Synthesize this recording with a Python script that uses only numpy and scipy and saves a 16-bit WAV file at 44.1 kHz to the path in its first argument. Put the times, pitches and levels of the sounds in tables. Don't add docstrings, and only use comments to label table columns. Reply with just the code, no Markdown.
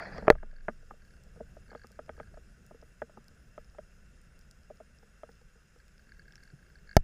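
import sys
import numpy as np
from scipy import signal
from scipy.fft import rfft, irfft
from scipy.io import wavfile
from scipy.ndimage import uniform_filter1d

SR = 44100
rng = np.random.default_rng(int(sys.argv[2]) if len(sys.argv) > 2 else 0)


def transcribe(signal):
    frames = np.atleast_2d(signal).T
    limited = np.clip(frames, -1, 1)
    pcm = np.round(limited * 32767).astype(np.int16)
    wavfile.write(sys.argv[1], SR, pcm)


def gain_from_db(level_db):
    decades = np.asarray(level_db, float) / 20
    return 10 ** decades


N = 310023

# (start_s, ring_db, crack_db, crack_tilt_db per octave, shove_db)
SLAMS = [
    (0.2803, -4.5, -52, -7.5, -42),
    (0.3014, 2, -24, -6, -14.5),
    (0.319, -69, -58, 8, -53),
    (6.9675, -5.5, -18, 3.5, -2.5),
]
# (pitch_hz, level_db, t60_s)
SNAP_RINGS = [
    [(2450, -5, .003), (3600, -7, .003), (4500, -3, 0.003), (5250, 2.5, 0.0045), (6200, -14, 0.004)],
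    [(7313, -6.5, 0.0043), (8668, -1, 0.0022), (10500, -10, 0.00322), (14000, -12, .005)],
]


def evened(x):
    return x / np.sqrt(np.mean(x ** 2) + 1e-20)


def read(points, hz):
    f, value = np.transpose(points)
    return np.interp(np.log(hz + 1), np.log(f + 1), value)


def bumps(peaks, hz):
    return sum(db / (1 + (2 * (hz - f) / width) ** 2) for f, width, db in peaks)


def fade_db(ratio):
    return 10 * np.log10(1 + ratio ** 6)


def add(mix, s, sound):
    part = mix[round(s * SR):][:len(sound)]
    part += sound[:len(part)]


def ring(modes, spread, blow_s, size, turns=0, vary_db=3.5):
    t = np.arange(size) / SR
    hz, db, t60 = np.transpose(modes)[:, :, None]
    pitch_chance, level_chance = rng.standard_normal((2, len(modes), 1))
    rise = 1 - np.exp(-(t / (blow_s + turns / hz)) ** 2)
    decay = gain_from_db(db + vary_db * level_chance - 60 * t / t60)
    sines = np.sin(2 * np.pi * hz * (1 + spread * pitch_chance) * t)
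    x = (decay * rise * sines).sum(0)
    return x / abs(x).max()


def struck(rows, groups, blow_s, size, turns, spread, vary_db):
    out = np.zeros(N)
    for s, db, *others_db in rows:
        for modes, rel_db in zip(groups, [0, *others_db]):
            add(out, s, gain_from_db(db + rel_db) * ring(modes, spread, blow_s, size, turns, vary_db))
    return out


def blows(rows, low_db, mid_db, up_db, thud_db):
    return [(s, db, low_db + deep, mid_db + hard[0], up_db + hard[-1], thud_db + deep)
            for s, db, deep, *hard in rows]


def noise(field_db, patchy_db, flicker_db, size, count=N, order=5):
    frames = 4 * count // size + 8
    hz = np.fft.rfftfreq(size, 1 / SR)[:, None]
    a, b, patches = rng.standard_normal((frames, len(hz), 3)).T
    patches = uniform_filter1d(patches, size=order, axis=0)
    patches = evened(uniform_filter1d(patches, size=5, axis=1))
    flicker = flicker_db * rng.standard_normal(frames)
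    z = (a + 1j * b) * gain_from_db(field_db(hz) + patchy_db(hz) * patches + flicker)
    return evened(signal.istft(z, nperseg=size, noverlap=3 * size // 4)[1][:count])


def since_big_blows():
    t = np.arange(N) / SR
    return [t - SLAMS[1][0], t - SLAMS[3][0]]


def rumble_and_wash(flow_db):
    # (pitch_hz, level_db per Hz)
    colour = [(8, -14), (19, 0), (28, -9), (40, -11), (62, -8), (85, -22), (130, -17), (176, -15),
              (230, -22), (262, -30), (460, -27), (650, -32), (900, -43), (1300, -80)]
    rumble = noise(lambda hz: read(colour, hz) - fade_db(hz / 110), lambda hz: 1.5, .6, size=4096)
    wash = noise(lambda hz: read(colour, hz) - fade_db(110 / (hz + 1)), lambda hz: 1.8, 1.0, size=1024)
    surge_db, surge_t60 = -30, .3
    surge = sum(gain_from_db(surge_db - 60 * abs(u) / surge_t60) * (u > 0) for u in since_big_blows())
    drag = uniform_filter1d(1. * (np.arange(N) / SR < SLAMS[1][0]), size=3000)
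    wash_db = -66.5 + 0.76 * flow_db + 11.5 * drag
    return (gain_from_db(-55 + flow_db) + surge) * rumble + gain_from_db(wash_db) * wash


def hiss(flow_db):
    # (pitch_hz, level_db per Hz)
    colour = [(410, -35), (700, -18.5), (1140, -7.5), (1450, 4), (1650, 1.5), (1910, -4), (2770, -12.5),
              (3200, -11.5), (4580, -15), (5150, -8), (9720, -17.5), (10500, -18), (11900, -27),
              (14500, -26), (16500, -38.5)]
    # (pitch_hz, width_hz, level_db)
    peaks = [(2715, 170, 12), (5070, 170, 6.5), (6830, 450, 6), (10800, 600, 3.5)]

    def field_db(hz):
        return read(colour, hz) + bumps(peaks, hz)

    low = noise(lambda hz: field_db(hz) - fade_db(hz / 3500), lambda hz: 1.2, .8, size=1024)
    top = noise(lambda hz: field_db(hz) - fade_db(3500 / (hz + 1)) - 25 * (hz > 15500),
                lambda hz: 6.5 * hz / 12000, .6, size=2048, order=2)
    duck_after_s, duck_hold_s = 0.032, 0.293
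    duck = sum(1. * (u > duck_after_s) * (u < duck_after_s + duck_hold_s) for u in since_big_blows())
    duck = uniform_filter1d(duck, size=800)
    return gain_from_db(-70.5 + 0.068 * flow_db) * (low + gain_from_db(-5 - 5 * duck) * top)


def water():
    # (start_s, level_db)
    flow = [(0, -2.5), (.13, 9.5), (.25, 10), (.45, -4.5), (.62, 1.5), (1.02, -2), (1.23, 3), (1.62, 5),
            (1.8, -1), (2.21, 6), (2.5, 2.5), (2.99, -1), (3.21, 0), (4.31, 0), (5.66, -4.5), (6.32, 1),
            (6.6, -0.5), (7.03, -0.5)]
    flow_db = np.interp(np.arange(N) / SR, *np.transpose(flow))
    return rumble_and_wash(flow_db) + hiss(flow_db)


def scrape():
    # (pitch_hz, level_db per Hz)
    colour = [(59, -35), (100, -4.5), (298, -12), (367, -8.5), (426, -2.5), (670, 1), (1070, -8.5),
              (1620, -1.5), (1960, -5), (2650, -24.5), (2910, -26.5), (3650, -23.5), (4480, -19.5),
              (6790, -37.5), (9000, -55), (11700, -69), (19800, -120)]
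    # (pitch_hz, width_hz, level_db)
    peaks = [(619.7, 150, 3), (1770, 240, 4), (3400, 200, 2.5), (4650, 800, 8), (2450, 500, 6.5),
             (3050, 200, -10), (3750, 250, -9), (7300, 300, 4.5)]
    # (start_s, level_db)
    strength = [(0, -42.5), (.04, -44.5), (.085, -45.5), (.095, -45.5), (.13, -49), (.17, -44), (.2, -49.5),
                (.215, -60), (.277, -56.5)]
    out, t = np.zeros(N), np.arange(0, strength[-1][0], 1 / SR)
    grit = noise(lambda hz: read(colour, hz) + bumps(peaks, hz), lambda hz: 3.5, 2.5,
                 size=512, count=len(t))
    add(out, 0, gain_from_db(np.interp(t, *np.transpose(strength))) * grit)
    return out


def thinned(x):
    # (pitch_hz, level_db)
    gap_below = [(2400, -14), (3400, -5.5), (5200, -6.5), (8000, -3.5), (11000, -2), (14000, -0.5)]
    hz, _, z = signal.stft(x, SR, nperseg=2048, noverlap=1536)

    def mean_power(z, size):
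        over_pitch = uniform_filter1d(abs(z) ** 2, size, axis=0)
        return abs(uniform_filter1d(over_pitch, size=3, axis=1)) + 1e-24

    beside_db = 10 * np.log10(mean_power(z, size=3) / mean_power(z, size=41))
    under_db = read(gap_below, hz)[:, None] - beside_db
    is_treble = hz[:, None] > gap_below[0][0]
    kept = z * gain_from_db(-16 * np.clip(under_db / 2, 0, 1) * is_treble)
    kept = kept * np.sqrt(mean_power(z, size=41) / mean_power(kept, size=41))
    return signal.istft(kept, SR, nperseg=2048, noverlap=1536)[1][:N]


def crackle():
    snaps_per_s, level_db = 40, -72.5
    happens = rng.random(N) < snaps_per_s / SR
    sizes = gain_from_db(4.6 * np.minimum(rng.exponential(1, N), 2)) * happens
    middle = ring(SNAP_RINGS[0], 0.012, .0001, size=500)
    top = ring(SNAP_RINGS[1], .02, .0001, size=500)
    return gain_from_db(level_db) * signal.oaconvolve(sizes, middle + 0.34 * top)[:N]


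def shrimp_snaps():
    # (start_s, level_db of the middle, top_db against it)
    snaps = [(.181, -43, -22), (1.2366, -56.5, 2), (1.3985, -63, -27), (1.8701, -48.5, -4),
             (1.918, -53, -1), (2.0622, -57, -6), (2.6647, -56.5, 3.5), (2.8154, -54, -13.5),
             (3.2428, -58, -1), (3.2826, -46, -5), (3.6454, -55, -15), (3.6992, -56, -20.5),
             (4.062, -60, -11), (4.2153, -60.5, 5), (4.3914, -55.5, 2), (4.4116, -55, -19),
             (4.5114, -47, 0), (4.6339, -57, -16), (4.7721, -55, -24), (4.9866, -54.5, -25),
             (5.3175, -57, -22), (5.329, -58, -22), (5.415, -60, -22), (5.3544, -59, -15),
             (5.683, -58, -17), (5.7878, -58, -20), (5.881, -55, -2), (5.9803, -51, -24.5),
             (6.323, -46.5, -22), (6.356, -40.5, -18), (6.3667, -54, -21), (6.4364, -55, 2)]
    return struck(snaps, SNAP_RINGS, 0.00026, 500, turns=0, spread=.03, vary_db=3)


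def thumps():
    # (start_s, level_db, pitch_hz, t60_s)
    bumps_in_water = [
        (6.533, -44, 135, .08),
        (6.536, -50, 190, .05),
        (.225, -36, 200, .05),
        (2.21, -48, 145, .08),
        (3.02, -44, 228, .09),
        (1.40, -48, 215, .09),
        (.305, -29, 20, 2.0),
        (6.970, -12, 12, .058),
    ]
    out = np.zeros(N)
    for s, db, hz, t60 in bumps_in_water:
        add(out, s, gain_from_db(db) * ring([(hz, 0, t60)], 0, 0.0022, size=round(t60 * SR)))
    return out


def slips():
    # (first_s, last_s, slip_rate_hz, low_ring_db, high_ring_db against the low)
    trains = [(0.5144, 0.605, 43, -55.5, -14.5), (1.019, 1.167, 35, -58, -8), (1.6778, 1.722, 42, -57, -10),
              (1.7574, 1.8345, 50, -53.5, -8), (1.9275, 1.9565, 35, -57, -9), (2.167, 2.231, 45, -54, -14),
              (5.994, 6.0217, 39, -59, -10), (6.07, 6.2178, 40, -59, -10), (6.254, 6.333, 41, -53.5, -15),
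              (6.379, 6.503, 40, -55, -8), (6.5896, 6.701, 26, -58, -12), (6.8925, 6.9306, 51, -44, -9)]
    # (start_s, low_ring_db, high_ring_db against the low)
    catches = [(0.383, -51, -29), (.5636, -52.5, -6.5), (1.705, -49, -7), (1.816, -49, -17),
               (2.272, -59, -8.5), (2.3423, -57, -9), (2.745, -58.5, -35), (6.3555, -54, -30),
               (5.8, -55, -8), (6.0912, -53, -14), (6.119, -47, -9), (6.1942, -47.5, -8),
               (6.2799, -52.5, -8), (6.4324, -50.5, -7), (6.755, -50, -7.5), (6.785, -56.5, -7),
               (6.8733, -52, -9), (6.953, -54, -25)]
    jitter_s, spread_db = .001, 1.5
    rows = []
    for first, last, hz, db, high_db in trains:
        times = np.linspace(first, last, round((last - first) * hz) + 1)
        chance = rng.standard_normal((len(times), 2))
        for s, (late, loud) in zip(times, chance):
            rows.append((s + jitter_s * late, db + spread_db * loud, high_db))
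    return rows + catches


def line_ticks():
    # (pitch_hz, level_db, t60_s)
    tones = [
        [(1632, 13, 0.023), (1700, -10.5, 0.0123), (2170, -5, 0.034)],
        [(4510, 0, 0.011), (4750, -3, 0.008), (5200, 0, 0.003)],
    ]
    return struck(slips(), tones, 0.0014, 1200, turns=0, spread=.008, vary_db=2)


def tube_raps():
    # (start_s, main_ring_db, depth_db, middle_hardness_db, upper_hardness_db)
    raps = [
        (0.352, -38.5, -5, -1, -3),
        (0.429, -38.5, 1.5, 0, 2.5),
        (0.683, -21.5, -1, -2.5, 5.5),
        (0.6945, -40, 0, 2, 6),
        (0.908, -49, 10, 17, 12),
        (1.729, -44, 1, 0, 3),
        (1.843, -54.5, 14, 13, 11),
        (2.71, -40.5, 1, -4, -13),
        (3.172, -44.5, 8, 6.5, -11),
    ]
    # (pitch_hz, level_db, t60_s)
    tube = [
        [(620, 9.5, 0.025), (650, -3.5, 0.041)],
        [(464, 3, 0.035), (394.4, -2, 0.049)],
        [(830, 1.5, 0.027), (858, -1, 0.014), (1084, 0, 0.018), (1218, 1, 0.03)],
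        [(1504, 1, 0.0206), (1600, 5.5, 0.014), (1960, -6, 0.02), (2326, -18, 0.02), (2650, -24.5, .024),
         (3170, -30.5, 0.024)],
        [(227, -12.5, 0.088), (296, -9.5, 0.038)],
    ]
    rows = blows(raps, low_db=-4, mid_db=-3.5, up_db=-6.5, thud_db=-7.5)
    return struck(rows, tube, 0.00042, 3000, turns=.4, spread=.012, vary_db=2)


def housing_knocks():
    # (start_s, main_ring_db, depth_db, hardness_db, or middle and upper hardness_db apart)
    knocks = [(0.528, -54.5, -4, -4.5), (0.826, -58.5, 5.5, -5), (0.936, -53, 1, -12), (1.359, -53, 4, -3),
              (1.371, -66, 23, 10), (1.4015, -44, 2, -14, -9), (1.406, -32.5, 1, -14, -7),
              (1.567, -42, -3, -7), (1.69, -58, 6, 5), (1.715, -56, 15.5, 16), (1.749, -36, 3, 4, 4),
              (1.905, -56, 4, -6), (1.99, -32.5, -4, 0, 0), (2.081, -50, -11, -4), (2.092, -33, -1, 3, 5),
              (2.177, -50.5, 8, 4), (2.199, -34.5, 0, 5, 5), (2.34, -48.5, -9, -3.5),
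              (2.372, -41.5, -1.5, -2, -4), (2.744, -56, 16, 5), (2.825, -46.5, 1, -1.5),
              (3.018, -25.5, -3, -6, 2.5), (3.095, -49.5, -6, -3), (3.309, -62, 4, -1),
              (3.578, -35, -4, 2, -4), (3.784, -38, -3, 2, 0), (3.789, -36, -4, -14),
              (4.701, -42, -2, -7, -19), (4.706, -39, -2, -24), (4.8015, -44, -6, -3, -17),
              (4.806, -41, -4, -22), (5.233, -34.5, -5, -1, -6), (5.556, -69, 15, 11.5),
              (5.759, -64.5, 15, 8)]
    more_knocks = [
        (.180, -34, 2.4, 4),
        (0.224, -35, 1, -9, 3),
        (0.249, -41, 4, -6, -1),
        (0.2694, -36, 5.2, 7),
        (.322, -43, 6, 12, 10),
        (3.747, -67.5, 8.6, 19),
        (5.028, -65, 15, 9, 16),
        (5.289, -63.5, 19, 11, 19),
        (5.412, -67, 15, 3, 14),
    ]
    # (pitch_hz, level_db, t60_s)
    shell = [
        [(615, 7, 0.026), (673, -5, 0.02)],
        [(467, 7, 0.062), (410, -10, 0.013)],
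        [(1270, 0, 0.022), (1120, -14, 0.012), (2110, -9, 0.012), (3290, -18, 0.010)],
        [(800, 9.5, 0.02), (1630, 3, .02), (1518, -7, 0.038), (1930, -6.5, 0.022), (1050, -4, .012),
         (2300, -9, 0.012), (2640, -14, 0.01)],
        [(245.4, -3, 0.053), (137.73, -8, 0.067)],
    ]
    rows = blows(knocks + more_knocks, low_db=-7.5, mid_db=-8, up_db=-6, thud_db=-16)
    return struck(rows, shell, 0.00058, 3000, turns=.9, spread=.012, vary_db=2)


def slams():
    # (pitch_hz, level_db)
    crack_colour = [(1500, -10.5), (3000, -4), (5000, 8), (7500, -11.5), (11000, -8.5), (13000, -21),
                    (15500, -8), (16600, -16.5), (17000, -49)]
    # (pitch_hz, level_db, t60_s)
    blow_modes = [
        [(435, -4, .035), (612, 2, 0.025), (871, -12, .015), (1240, 0, .011), (1320, -22, .04),
         (1640, -5.5, 0.011), (2399.5, -12, 0.0094), (3220, -29, 0.0097), (5600, -38, 0.0077)],
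        [(465, 1.5, .033), (585, 0.5, 0.034), (760, -3, 0.022), (1100, -16, .025), (1450, -15, .028),
         (1770, 1, 0.012), (1930, -3, 0.013), (2280, -20, 0.016), (3100, -34, .018), (3560, -28, 0.012),
         (4390, -10.5, .008), (4950, -12, .006), (5560, -28.5, 0.0089)],
        [(4402, 0, .01)],
        [(208, -20, 0.05), (405, -11.5, 0.026), (645, 2, 0.016), (790, -10.5, 0.024), (1330, -14.5, 0.021),
         (1560, -18, .015), (1760, -12, 0.016), (2140, -14, 0.012), (2916, -24, 0.0093), (2920, -52, .07),
         (3700, -36, .012), (4730, -20, 0.015), (5150, -8, .006), (6000, -7.5, 0.006), (12400, -20.5, 0.0061)],
    ]
    first_swing = [1, 1, 1, -1]
    crack_t60 = 0.00699
    out, t = np.zeros(N), np.arange(4096) / SR
    hz = np.fft.rfftfreq(len(t), 1 / SR)
    for (s, ring_db, crack_db, tilt_db, shove_db), modes, swing in zip(SLAMS, blow_modes, first_swing):
        body = ring(modes, 0, 0.00058, size=4096, turns=0.083, vary_db=-0.5)
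        add(out, s, swing * gain_from_db(ring_db) * body)
        colour = gain_from_db(read(crack_colour, hz) + tilt_db * np.log2(hz / 4000 + 0.0092))
        crack = evened(irfft(rfft(rng.standard_normal(len(t))) * colour, len(t)))
        add(out, s, gain_from_db(crack_db - 60 * t / crack_t60) * crack * np.minimum(t / 0.00013, 1))
        shove_s = .0042 * gain_from_db(.2 * shove_db)
        push = np.sin(np.pi * np.minimum(t / shove_s, 1) ** 0.25)
        add(out, s, -gain_from_db(shove_db) * push)
    return out


def scene():
    background = thinned(scrape() + water()) + crackle() + shrimp_snaps()
    gear = thumps() + line_ticks() + tube_raps() + housing_knocks() + slams()
    return (background + gear)[None]


def top_cut(x):
    return signal.sosfilt(signal.butter(12, 16750, fs=SR, output="sos"), x)


def record(dry):
    x = np.clip(dry, -.98, .98)
    for cut_hz in (24, 9):
        x = signal.lfilter(*signal.butter(1, cut_hz, "high", fs=SR), x)
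    low_pass = signal.firwin(255, 16600, window=("kaiser", 9), fs=SR)
    limited = signal.oaconvolve(x, low_pass[None], "same")
    return top_cut(limited)


dry = scene()
out = record(dry)
transcribe(out)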